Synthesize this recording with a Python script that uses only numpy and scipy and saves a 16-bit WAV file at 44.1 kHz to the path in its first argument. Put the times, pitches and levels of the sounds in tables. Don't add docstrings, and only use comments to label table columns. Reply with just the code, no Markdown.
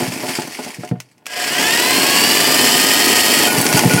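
import sys
import numpy as np
from scipy import signal
from scipy.fft import rfft, irfft
from scipy.io import wavfile
from scipy.ndimage import map_coordinates

SR = 44100
rng = np.random.default_rng(int(sys.argv[2]) if len(sys.argv) > 2 else 0)


def dump(signal):
    limited = np.clip(np.atleast_2d(signal).T, -1, 1)
    pcm = np.round(limited * 32767).astype(np.int16)
    wavfile.write(sys.argv[1], SR, pcm)


N = 176400
POWER_ON_S, POWER_OFF_S, SWITCH_S = 1.18, 3.468, 0.014
TEETH, MAINS_HZ, SHAFT_PULSE_DEPTH = 6, 60, 0.15


# time in seconds, level in dB.
GEAR_RIDE = [(0, -21.5), (.19, -26), (.3, -21.5), (.5, -30), (.66, -26.5), (.75, -33), (.9, -44),
             (.96, -62), (1.1, -56), (1.24, -71), (1.28, -33), (1.39, -18.5), (1.49, -17.5), (1.65, -15.5),
             (2.1, -14.5), (3.44, -13.5), (3.5, -17.5), (4.0, -17)]
# frequency in Hz, relative level in dB.
DRIVEN_EQ = [(500, 2.5), (950, -2.5), (1180, -3), (1500, -5), (1850, 3.5), (2350, 2.5), (3000, 5.5),
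             (3400, -0.5), (3900, -6.5), (4300, 1.5), (5300, 3), (6300, -5), (7800, 1), (9200, -4.5),
             (12000, -5.5), (15500, -9.5)]
COASTING_EQ = [(500, -6), (1100, -4.5), (1550, -7.5), (2000, 1.5), (2800, -2.5), (3700, -8.5), (4550, -0.5),
               (5300, -2), (6500, -5), (8500, -3.5), (9800, -3), (11500, -6), (15500, -12)]

def gears(speed, power):
    t = np.arange(N) / SR
    turns = np.cumsum(speed * (1 + .0015 * walk(60))) / SR
    angle = 2 * np.pi * turns
    strikes = np.diff(np.floor(TEETH * turns), prepend=0) * scatter(4.5)
    scrape = rng.standard_normal(N) * (1 + .13 * np.cos(TEETH * angle))
    grind = unit(scrape + undb(-11.5) * cabinet(unit(strikes * rng.choice([-1, 1], N))))
    grind = grind * (1 + SHAFT_PULSE_DEPTH * np.cos(angle)) * undb(1.4 * walk(130))
    buzz_depth = .27 * power * np.exp(-abs(t - POWER_ON_S) / .19)
    buzz = 1 + buzz_depth * np.cos(2 * np.pi * 2 * MAINS_HZ * t)
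    backlash = unit(bursts(contacts(per_s=120, scatter_db=4), fade(.0013)))
    chatter = unit(grind + undb(1) * cabinet(backlash))
    driven = colour(grind * power, DRIVEN_EQ, low_cut=True)
    coasting = colour(chatter * (1 - power), COASTING_EQ, low_cut=True)
    gearbox = dull(driven + coasting, speed) + housing_ring(grind * power) + whine(speed, angle, power)
    return undb(curve(GEAR_RIDE)) * buzz * gearbox


def dull(sound, speed, corner_hz=5400, standstill_db=-14):
    low = signal.sosfilt(signal.butter(1, corner_hz, fs=SR, output="sos"), sound)
    return low + (sound - low) * undb(standstill_db * (1 - speed / speed.max()))


OVERTONES = [12, 18, 19, 24, 30, 36, 41, 42, 48, 72, 96]
OVERTONE_LEVELS = [-1, -4, -25, 1, 0.5, -1.5, -13.5, -2.5, 3, -8, -2]
# frequency in Hz, gain in dB.
WHINE_EQ = [(700, -8), (1000, 2), (1300, -2), (1480, -0.5), (1650, 5), (1900, 7.5), (2150, 1), (2450, -13),
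            (2800, 5), (3150, 0), (3800, -4.5), (4300, 0.5), (4650, 3.5), (5050, -10), (6000, -15),
            (6600, -4), (7100, 2), (8000, -10.5), (8600, -7), (11000, -12)]
RASP_EQ = [(3700, -35), (4300, -2), (5300, 2), (6300, -10), (9000, -8), (9700, 11), (11000, -24)]

def whine(speed, angle, power, rough_hz=6060, onset_turns_per_s=57.6, rasp_order=144):
    tones = 0
    for order, level_db in zip(OVERTONES, OVERTONE_LEVELS):
        hz = order * speed
        tone = np.sin(order * angle) + hz / rough_hz * walk(150) * np.cos(order * angle)
        flutter_db = 2.5 * walk(80)
        tones = tones + undb(level_db + lookup(hz, WHINE_EQ) + flutter_db) * tone
    tones *= 1 + SHAFT_PULSE_DEPTH * np.cos(angle)
    tones /= 1 + (onset_turns_per_s / speed) ** 10
    released = (1 - power) * np.clip((speed.max() - speed) / 26, 0, 1)
    rasp = walk(200) * np.sin(rasp_order * angle) * undb(lookup(rasp_order * speed, RASP_EQ))
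    return undb(-13 - 13.5 * released) * tones + undb(-13.5) * rasp * (1 - power)


# pitch in Hz, relative level in dB, t60 in seconds.
HOUSING_MODES = [(612.5, -8.5, 0.1), (724.4, 2, .16), (1024, -5, 0.22), (1644, 0.5, 0.19), (1828, -7, 0.42),
                 (2054, 0, 0.12), (2570, 1.5, 0.11)]

def housing_ring(grind, jolt_db=14.5, settle_s=.16):
    jolt = np.exp(-abs(np.arange(N) / SR - POWER_ON_S) / settle_s)
    return undb(-13.5 + jolt_db * jolt) * unit(through(grind, ring(HOUSING_MODES)))


# time in seconds, level in dB.
CABLE_RIDE = [(0, -23), (.12, -35.5), (.2, -30.5), (.31, -30.5), (.37, -37.5), (.45, -30), (.55, -45),
              (.68, -34.5), (.75, -44), (.95, -49), (1.12, -67), (1.24, -56), (1.3, -48.5), (1.52, -27),
              (2.05, -21.5), (3.4, -22), (3.53, -19), (4.0, -21)]
# frequency in Hz, relative level in dB.
RUMBLE_EQ = [(70, -7.5), (110, -7), (170, -0.5), (215, 0.5), (270, 8), (330, 1.5), (450, 0.5), (560, -8),
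             (720, -5), (900, -3.5), (1200, -16), (3000, -15.5), (15000, -76)]
# pitch in Hz, relative level in dB, t60 in seconds.
DRUM_MODES = [(169, -3, .14), (263, 2, .14), (362, -2, .12), (430, -2, .12), (620, -1, .14), (724, 1, .16),
              (868, -1, .1), (1015, -5, .13), (1450, -6, .14), (1655, -7, .12), (1830, -6, .12),
              (2190, -8, .1)]

def cable():
    hits = contacts(per_s=450, scatter_db=1.5) * rng.choice([-1, 1], N)
    rumble = unit(colour(hits, RUMBLE_EQ, low_cut=True))
    drum = unit(through(hits, ring(DRUM_MODES)))
    return undb(curve(CABLE_RIDE)) * (rumble + undb(-6) * drum)


# start in seconds, relative level in dB.
PIPE_KICKS = [(0.077, -15.5), (0.785, -20), (0.913, -7.5), (3.578, -9.5), (3.742, -5.5), (3.853, -0.5),
              (3.938, -2.5)]
# pitch in Hz, relative level in dB, t60 in seconds.
PIPE_MODES = [(124.8, -9, 0.25), (139, -8, 0.16), (178, -2, 0.14), (233, 4.5, 0.09), (473, -8, 0.12)]

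def pipe_thumps(rebound_s=.00654, rebound_db=4, level_db=-7.5):
    rebounds = [(start + rebound_s, db + rebound_db) for start, db in PIPE_KICKS]
    push = fade(.00069)
    force = through(blows(PIPE_KICKS) + blows(rebounds), push / push.sum())
    return through(force, ring(PIPE_MODES)) * undb(level_db)


# start in seconds, relative level in dB.
NECK_STRIKES = [(.386, -30), (.592, -33), (.842, -59), (3.472, -13), (3.5, -17), (3.526, -17),
                (3.637, -19.5), (3.668, -52), (3.696, -16.5), (3.768, -12), (3.798, -38), (3.831, -24),
                (3.903, -12), (3.978, -11)]
# pitch in Hz, relative level in dB, t60 in seconds.
NECK_MODES = [(850, -5, .08), (1453, 0, .18), (2420, -4, .09), (4590, -12, .04)]

def neck_clanks(swell_s=.0025):
    return through(blows(NECK_STRIKES), ring(NECK_MODES) * (1 - fade(swell_s)))


# start in seconds, level in dB.
SLAP_HITS = [(.02, -19), (.12, -23), (.236, -20), (.29, -24), (.386, -18.5), (.445, -34), (.589, -21),
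             (.665, -27.5), (.834, -24), (.912, -24.5), (.956, -34.5), (3.612, -22), (3.737, -33),
             (3.836, -12), (3.902, -14.5)]
# frequency in Hz, relative level in dB.
SLAP_EQ = [(100, 0), (250, 2.5), (400, 4), (550, -4), (800, -0.5), (1400, -8.5), (2500, -16.5), (5000, -35),
           (14000, -47)]

def cable_slaps():
    clatter = colour(bursts(blows(SLAP_HITS), fade(.0073)), SLAP_EQ, low_cut=True)
    drum = ring(DRUM_MODES)
    return clatter + undb(-8.5) * through(clatter, drum / np.linalg.norm(drum))


# start in seconds, level in dB.
CLICK_HITS = [(.647, -27), (.849, -32.5), (.889, -36), (.911, -55), (1.0021, -25), (1.1802, -50),
              (1.2575, -31), (1.266, -22.5), (2.673, -14), (3.549, -17), (3.665, -9), (3.727, -9.5),
              (3.792, -7.5), (3.861, -23), (3.936, -11)]
# frequency in Hz, relative level in dB.
CLICK_EQ = [(200, -4), (900, -3), (2700, 5), (3800, -5), (5500, 2), (9000, -4.5), (15000, -12)]

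def clicks():
    envelope = fade(.0024) + undb(-9.5) * fade(.015)
    return colour(bursts(blows(CLICK_HITS), envelope), CLICK_EQ, low_cut=True)


# frequency in Hz, relative level in dB.
TICK_EQ = [(2000, -2), (5000, -9.5), (8000, -0.5), (11000, 2.5), (15500, -1.5)]

def coil_ticks(speed):
    ticks = bursts(contacts(per_s=120, scatter_db=2), fade(.0019))
    gain = undb(curve(CABLE_RIDE) - 7) * np.sqrt(speed / speed.max())
    return gain * unit(colour(ticks, TICK_EQ, low_cut=True))


def cabinet(sound, decay_s=.019, wet_db=7):
    tail = fade(decay_s) * rng.standard_normal(SR // 2)
    reflections = through(sound, tail / np.linalg.norm(tail))
    return (sound + undb(wet_db) * reflections) / np.hypot(1, undb(wet_db))


# frequency in Hz, relative level in dB.
ROOM_EQ = [(30, -39), (120, 5), (400, -6), (2000, -21), (15000, -29)]

def room_tone():
    return undb(-59.5) * colour(rng.standard_normal(N), ROOM_EQ)


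def undb(db):
    return 10 ** (np.asarray(db) / 20)


def unit(x):
    return x / np.sqrt(np.mean(x ** 2) + 1e-18)


def lookup(position, rows):
    return np.interp(position, *np.array(rows, float).T)


def curve(rows):
    return lookup(np.arange(N) / SR, rows)


def walk(rate):
    points = np.arange(N) / SR * rate
    return unit(map_coordinates(rng.standard_normal(N // 8), [points], order=2, mode="wrap"))


def through(x, response):
    return signal.fftconvolve(x, response)[:N]


def colour(x, points, low_cut=False):
    size = 4096
    bin_hz = np.maximum(np.arange(size // 2 + 1) * SR / size, 1)
    hz, db = np.array(points, float).T
    gain = undb(np.interp(np.log(bin_hz), np.log(hz), db))
    if low_cut:
        gain = gain / (1 + (hz[0] / bin_hz) ** 2) + 1e-6
    cepstrum = irfft(np.log(gain))
    cepstrum[1:size // 2] *= 2
    cepstrum[size // 2 + 1:] = 0
    response = irfft(np.exp(rfft(cepstrum)))
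    return through(x, response / np.linalg.norm(response))


def ring(modes):
    t = np.arange(SR // 2) / SR
    return sum(undb(db - 60 * t / t60) * np.sin(2 * np.pi * hz * t) for hz, db, t60 in modes)


def blows(rows):
    out = np.zeros(N)
    for start, db in rows:
        out[int(start * SR)] += undb(db)
    return out


def fade(seconds):
    return np.exp(-np.arange(SR // 2) / SR / seconds)


def scatter(spread_db):
    return undb(spread_db * np.clip(rng.standard_normal(N), -2, 2))


def contacts(per_s, scatter_db):
    return (rng.random(N) < per_s / SR) * scatter(scatter_db)


def bursts(hits, envelope):
    return through(hits, envelope) * rng.standard_normal(N)


# time in seconds, turns per second.
SHAFT_SPEED = [(0, 48), (.25, 37.5), (.47, 28.3), (.9, 8), (1.0, 1), (1.27, 1), (1.39, 36), (1.5, 57),
               (1.6, 67.5), (1.7, 75.3), (1.85, 83.3), (2.0, 89.2), (2.3, 96.7), (2.6, 101.2), (3.0, 103.9),
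               (3.46, 104.9), (3.62, 94.5), (4.0, 63)]

def scene():
    speed = curve(SHAFT_SPEED)
    power = curve([(POWER_ON_S - SWITCH_S, 0), (POWER_ON_S, 1),
                   (POWER_OFF_S, 1), (POWER_OFF_S + SWITCH_S, 0)])
    machine = gears(speed, power) + cable() + neck_clanks() + cable_slaps() + pipe_thumps() + clicks()
    return (machine + room_tone() + coil_ticks(speed))[None]


def record(dry, low_cut_hz=107, ceiling=.9, top_hz=15800):
    thin = signal.sosfilt(signal.butter(3, low_cut_hz, "high", fs=SR, output="sos"), dry)
    rounded = thin / (1 + (thin / ceiling) ** 6) ** (1 / 6)
    return signal.sosfilt(signal.ellip(10, .2, 80, top_hz, fs=SR, output="sos"), rounded)


dry = scene()
out = record(dry)
dump(out)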